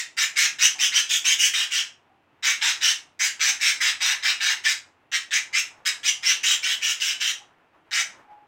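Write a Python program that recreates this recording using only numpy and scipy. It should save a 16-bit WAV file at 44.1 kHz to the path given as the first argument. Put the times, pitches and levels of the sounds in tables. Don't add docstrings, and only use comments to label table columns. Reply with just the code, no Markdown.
import sys
import numpy as np
from scipy import signal
from scipy.fft import rfft, irfft
from scipy.io import wavfile
from scipy.ndimage import uniform_filter1d

SR = 44100
rng = np.random.default_rng(int(sys.argv[2]) if len(sys.argv) > 2 else 0)


def persist_wave(psi):
    counts = np.round(np.clip(psi, -1, 1) * 32767).astype(np.int16)
    wavfile.write(sys.argv[1], SR, np.atleast_2d(counts).T)


N = 373527
LEAD = SR // 4

# (frequency [Hz], level [dB])
ROOM_SPECTRUM = [(20, -37.5), (45, -17.5), (80, -9), (130, 3), (190, -3.5), (320, 4.5), (500, -4.5),
                 (800, -0.5), (1500, -10.5), (2700, -7), (4300, -22.5), (9000, -33.5), (16000, -36.5)]


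def amp(db):
    return 10 ** (np.asarray(db) / 20)


def unit(x):
    return x / np.sqrt(np.mean(x ** 2) + 1e-20)


def read(points, hz):
    f, value = np.transpose(points)
    return np.interp(np.log(hz + 1), np.log(f + 1), value)


def colour(x, spectrum):
    gain = amp(read(spectrum, np.fft.rfftfreq(len(x), 1 / SR)))
    return unit(irfft(rfft(x) * gain, len(x)))


def add(mix, start_s, sound):
    part = mix[max(LEAD + round(start_s * SR), 0):][:len(sound)]
    part += sound[:len(part)]


def wander(n, hz):
    at = np.arange(n) * hz / SR
    return unit(np.interp(at, np.arange(n), rng.standard_normal(n)))


def patches(shape, bins, frames):
    field = rng.standard_normal(shape)
    return unit(uniform_filter1d(uniform_filter1d(field, bins, 0), frames, 1))


def bell(hz, centre_hz, octaves):
    return 1 / (1 + (np.log2((hz + 1) / centre_hz) / octaves) ** 2)


def room_air(air_db=-66.5, hum_hz=92.5, hum_db=-72.5, peak_s=4.2, fade_db_per_s=4):
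    air = colour(rng.standard_normal(N), ROOM_SPECTRUM) * amp(air_db)
    pitch_hz = hum_hz + 9 * wander(N, 30)
    hum = unit(np.sin(2 * np.pi * np.cumsum(pitch_hz) / SR))
    swell_db = hum_db - fade_db_per_s * abs(np.arange(N) / SR - peak_s)
    return air + hum * amp(swell_db + 3 * wander(N, 23))


def rumble(calls, level_db=-68, window_s=.35):
    envelope = np.sqrt(abs(uniform_filter1d(calls ** 2, int(window_s * SR))))
    return amp(level_db) * unit(envelope) * colour(rng.standard_normal(N), ROOM_SPECTRUM)


def kneading(ticks_per_s=250, tick_size=5, steady_db=-67.5, lumpy_db=2):
    # (frequency [Hz], level [dB])
    smear_spectrum = [(150, -9), (330, -5), (550, -0.5), (900, 3), (1800, -3), (2900, -14), (4000, -23),
                      (8000, -33.5), (16000, -42)]
    # (middle [s], length [s], level [dB])
    swells = [(.42, 0.19, -60), (1.202, .6, -64.5), (2.796, 0.42, -68.5), (4, 1.1, -65), (5.6, 0.51, -65),
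              (6.55, 1.64, -61), (8.156, 0.41, -59)]
    ticks = (rng.random(N) < ticks_per_s / SR) * rng.standard_normal(N)
    smear = colour(rng.standard_normal(N) + tick_size * ticks, smear_spectrum)
    t = np.arange(N) / SR
    swelling = sum(amp(db) * np.exp(-(2 * (t - middle) / length) ** 2) for middle, length, db in swells)
    return smear * (amp(steady_db) + swelling) * amp(lumpy_db * wander(N, 25))


def hollow_tone(length, db, hz, width_hz):
    n = int(length * SR)
    phase = 2 * np.pi * np.cumsum(hz + width_hz * wander(n, hz / 2)) / SR
    return amp(db) * unit(np.sin(phase) * np.hanning(n))


def tiled_room(x, direct_db=-6, early_db=-6.5, early_s=.009, bounces=7, tail_db=-4, modes_db=3):
    # (frequency [Hz], level [dB])
    modes = [(1471, -4.5), (1602, -10.5), (1768, 3.5), (1890, -6.5), (2075, 2), (2266, 5), (2437, -14.5),
             (2767, -4.5), (2876, -9), (2966, -2.5), (3175, -4.5), (3795, 5), (4966, 1), (5993, 5)]
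    # (frequency [Hz], T60 [s])
    t60 = [(400, 0.41), (1500, 0.29), (3000, 0.26), (6000, 0.24), (9000, 0.26), (12000, 0.2), (16000, 0.17)]
    n = SR // 2
    t = np.arange(n) / SR
    echoes = rng.choice([-1., 1.], n) * (rng.random(n) < 3000 / SR) * (t > early_s / 2)
    hz, frame_s, spectra = signal.stft(echoes, SR, nperseg=256)
    fade_db = -60 * frame_s / read(t60, hz)[:, None]
    tail = signal.istft(spectra * amp(fade_db), SR)[1][:n]
    ring = sum(amp(db - 60 * t / (0.44 * read(t60, f))) * np.cos(2 * np.pi * f * t) for f, db in modes)
    response = amp(tail_db) * tail / np.linalg.norm(tail)
    response += amp(modes_db) * ring / abs(rfft(ring)).max()
    delays = (rng.uniform(.2, 1, bounces) * early_s * SR).astype(int)
    response[delays] += amp(early_db) * rng.choice([-1., 1.], bounces) / np.sqrt(bounces)
    response[0] += amp(direct_db)
    return signal.fftconvolve(x, response)


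def ragged_pulses(n, pulse_hz=190, jitter=.36, puff_s=0.0018, leak=0.34, shimmer_db=0.7, snap=2.8):
    turns = np.cumsum(pulse_hz * np.exp(jitter * wander(n, pulse_hz))) / SR
    cycle = turns.astype(int)
    size = amp(shimmer_db * rng.standard_normal(n))[cycle]
    puffs = (leak + np.exp(-(turns % 1) / (pulse_hz * puff_s))) * rng.choice([-1., 1.], n)
    snaps = np.diff(cycle, prepend=0)
    return size * (puffs + snap * snaps)


def beak(t, attack, low_hz, high_hz, tilt, shut_octaves=.85, shut_low_hz=1790):
    usual_attack_s, usual_high_hz = 0.029, 6340
    glide = np.clip(0.76 + 17 * (attack - usual_attack_s) - 0.14 * tilt, 0, shut_octaves)
    opening_s = 0.022 * (high_hz / usual_high_hz) ** 6.3 * (attack / usual_attack_s) ** .6
    closure = glide * np.exp(-(t / opening_s) ** 2)
    low = low_hz * (shut_low_hz / low_hz) ** (closure / shut_octaves)
    return closure, low, high_hz / 2 ** closure


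def throat(hz, t, db, attack, low_hz, high_hz, tilt, usual_db=-18.5, usual_low_hz=2600):
    # (frequency [Hz], level [dB])
    voice_spectrum = [(350, -66.5), (680, -42.5), (830, -22), (1100, -22), (1400, -10), (1750, -3),
                      (2300, -3.5), (3000, -3.5), (3500, -5), (3900, 3), (4400, -10), (5100, -4),
                      (6300, -7), (8000, -12.5), (10000, -28), (12000, -29), (16000, -25.5)]
    closure, low, high = beak(t, attack, low_hz, high_hz, tilt)
    low_db = 8 + 1.3 * tilt + 6.5 * np.log2(low_hz / usual_low_hz)
    middle_db = -6 - 1.9 * tilt
    hiss_db = 0.35 - 1.3 * tilt
    high_db = 8 + 1.15 * (db - usual_db)
    high_series = sum(share * bell(hz, ratio * high, octaves=0.078)
                      for ratio, share in [(1, 1), (1.5, 0.42), (2, 0.42)])
    hiss_band = bell(hz, 13500, octaves=0.63)
    slope_db = (tilt - 3 * closure) * np.log2(np.maximum(hz / 3000, .2))
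    gain_db = (read(voice_spectrum, hz) + slope_db
               + low_db * bell(hz, low, octaves=0.12)
               + middle_db * bell(hz, 3967, octaves=0.12)
               + high_db * high_series
               + hiss_db * hiss_band)
    squeals_db = 2.3 * patches(gain_db.shape, bins=2, frames=24)
    sputter_db = 3.5 * hiss_band * patches(gain_db.shape, bins=70, frames=6)
    return gain_db + squeals_db + sputter_db


def rasp(length, db, attack, low_hz, high_hz, tilt, release_s=0.029):
    n = int(length * SR)
    hz, frame_s, spectra = signal.stft(ragged_pulses(n), SR, nperseg=256, noverlap=192)
    throat_db = throat(hz[:, None], frame_s, db, attack, low_hz, high_hz, tilt)
    voice = signal.istft(spectra * amp(throat_db), SR, nperseg=256, noverlap=192)[1][:n]
    t = np.arange(n) / SR
    rise = np.minimum(0.12 + t / attack, 1)
    fall = np.minimum((length - t) / release_s, 1)
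    return amp(db) * unit(voice) * rise * fall


def scene():
    # (start [s], length [s], level [dB], attack [s],
    # low resonance [Hz], high resonance [Hz], brightness tilt [dB/octave])
    rasps = [(-0.11, 0.11, -19.5, 0.03, 1950, 7030, 0.5), (0.168, 0.096, -19.5, 0.02, 2300, 7100, 0),
             (0.357, 0.12, -17.5, 0.023, 2290, 6500, 0.15), (0.586, 0.099, -14.5, 0.052, 2857, 6200, 1),
             (0.785, 0.098, -17.5, 0.028, 3120, 6270, 2), (0.916, 0.1, -17, 0.05, 3146, 6120, 0.5),
             (1.09, 0.098, -19, 0.016, 3300, 6850, 4), (1.242, 0.11, -17.5, 0.014, 3120, 6540, 1),
             (1.386, 0.11, -17.5, 0.012, 2930, 6030, 4.5), (1.53, 0.12, -22, 0.0089, 3120, 5420, 0),
             (1.703, 0.122, -21.5, 0.023, 3020, 5800, 1.2), (2.425, 0.11, -19, 0.027, 2165, 6350, -1),
             (2.611, 0.12, -19.5, 0.018, 2340, 6100, -2.6), (2.807, 0.128, -18.5, 0.03, 2930, 5750, -0.5),
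             (3.192, 0.098, -20, 0.017, 2130, 7060, 1), (3.395, 0.13, -19, 0.024, 2200, 6130, -1),
             (3.599, 0.13, -19, 0.035, 2243, 5350, -1), (3.801, 0.12, -20, 0.018, 2150, 5230, -2),
             (4.001, 0.141, -20, 0.021, 2230, 6030, -2.5), (4.223, 0.108, -19.5, 0.039, 2570, 5160, -2.5),
             (4.402, 0.14, -21, 0.019, 1917, 6030, -3), (4.637, 0.1, -19.5, 0.024, 2013, 4883, -1.3),
             (5.116, 0.07, -21.2, 0.024, 1810, 7440, 0), (5.308, 0.086, -19.5, 0.025, 1970, 6560, -1),
             (5.528, 0.088, -19, 0.031, 2750, 7040, 1), (5.852, 0.057, -18.5, 0.017, 1940, 5110, -1.1),
             (6.031, 0.082, -17, 0.059, 2940, 6000, 1.3), (6.226, 0.11, -16, 0.08, 2980, 5970, 0.4),
             (6.432, 0.13, -19, 0.008, 3070, 7150, 1), (6.625, 0.13, -22, 0.014, 3020, 6470, 0.3),
             (6.811, 0.13, -21.5, 0.025, 2890, 6180, 2), (6.996, 0.142, -22.5, 0.022, 2870, 5750, 1.5),
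             (7.199, 0.13, -22, 0.016, 3038, 5760, 0.5), (7.91, 0.12, -20, 0.047, 2268, 5994, -0.6)]
    # (start [s], length [s], level [dB], pitch [Hz], width [Hz])
    tones = [(0.747, 0.025, -46, 885, 110), (2.027, 0.14, -69, 793, 35), (7.378, 0.048, -56.5, 814, 44),
             (7.993, 0.029, -47, 793, 54), (7.998, 0.23, -71.5, 204.3, 11), (8.21, 0.21, -50, 837, 22)]
    notes = [(start, rasp(*note)) for start, *note in rasps]
    notes += [(start, hollow_tone(*note)) for start, *note in tones]
    calls = np.zeros(LEAD + N)
    for start, sound in notes:
        add(calls, start, tiled_room(sound))
    calls = calls[LEAD:]
    mono = calls + kneading() + room_air() + rumble(calls)
    return np.array([mono, mono])


def record(dry):
    low_pass = signal.firwin(511, 16200, window=("kaiser", 9), fs=SR)
    return signal.oaconvolve(dry, low_pass[None], "same")


dry = scene()
out = record(dry)
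persist_wave(out)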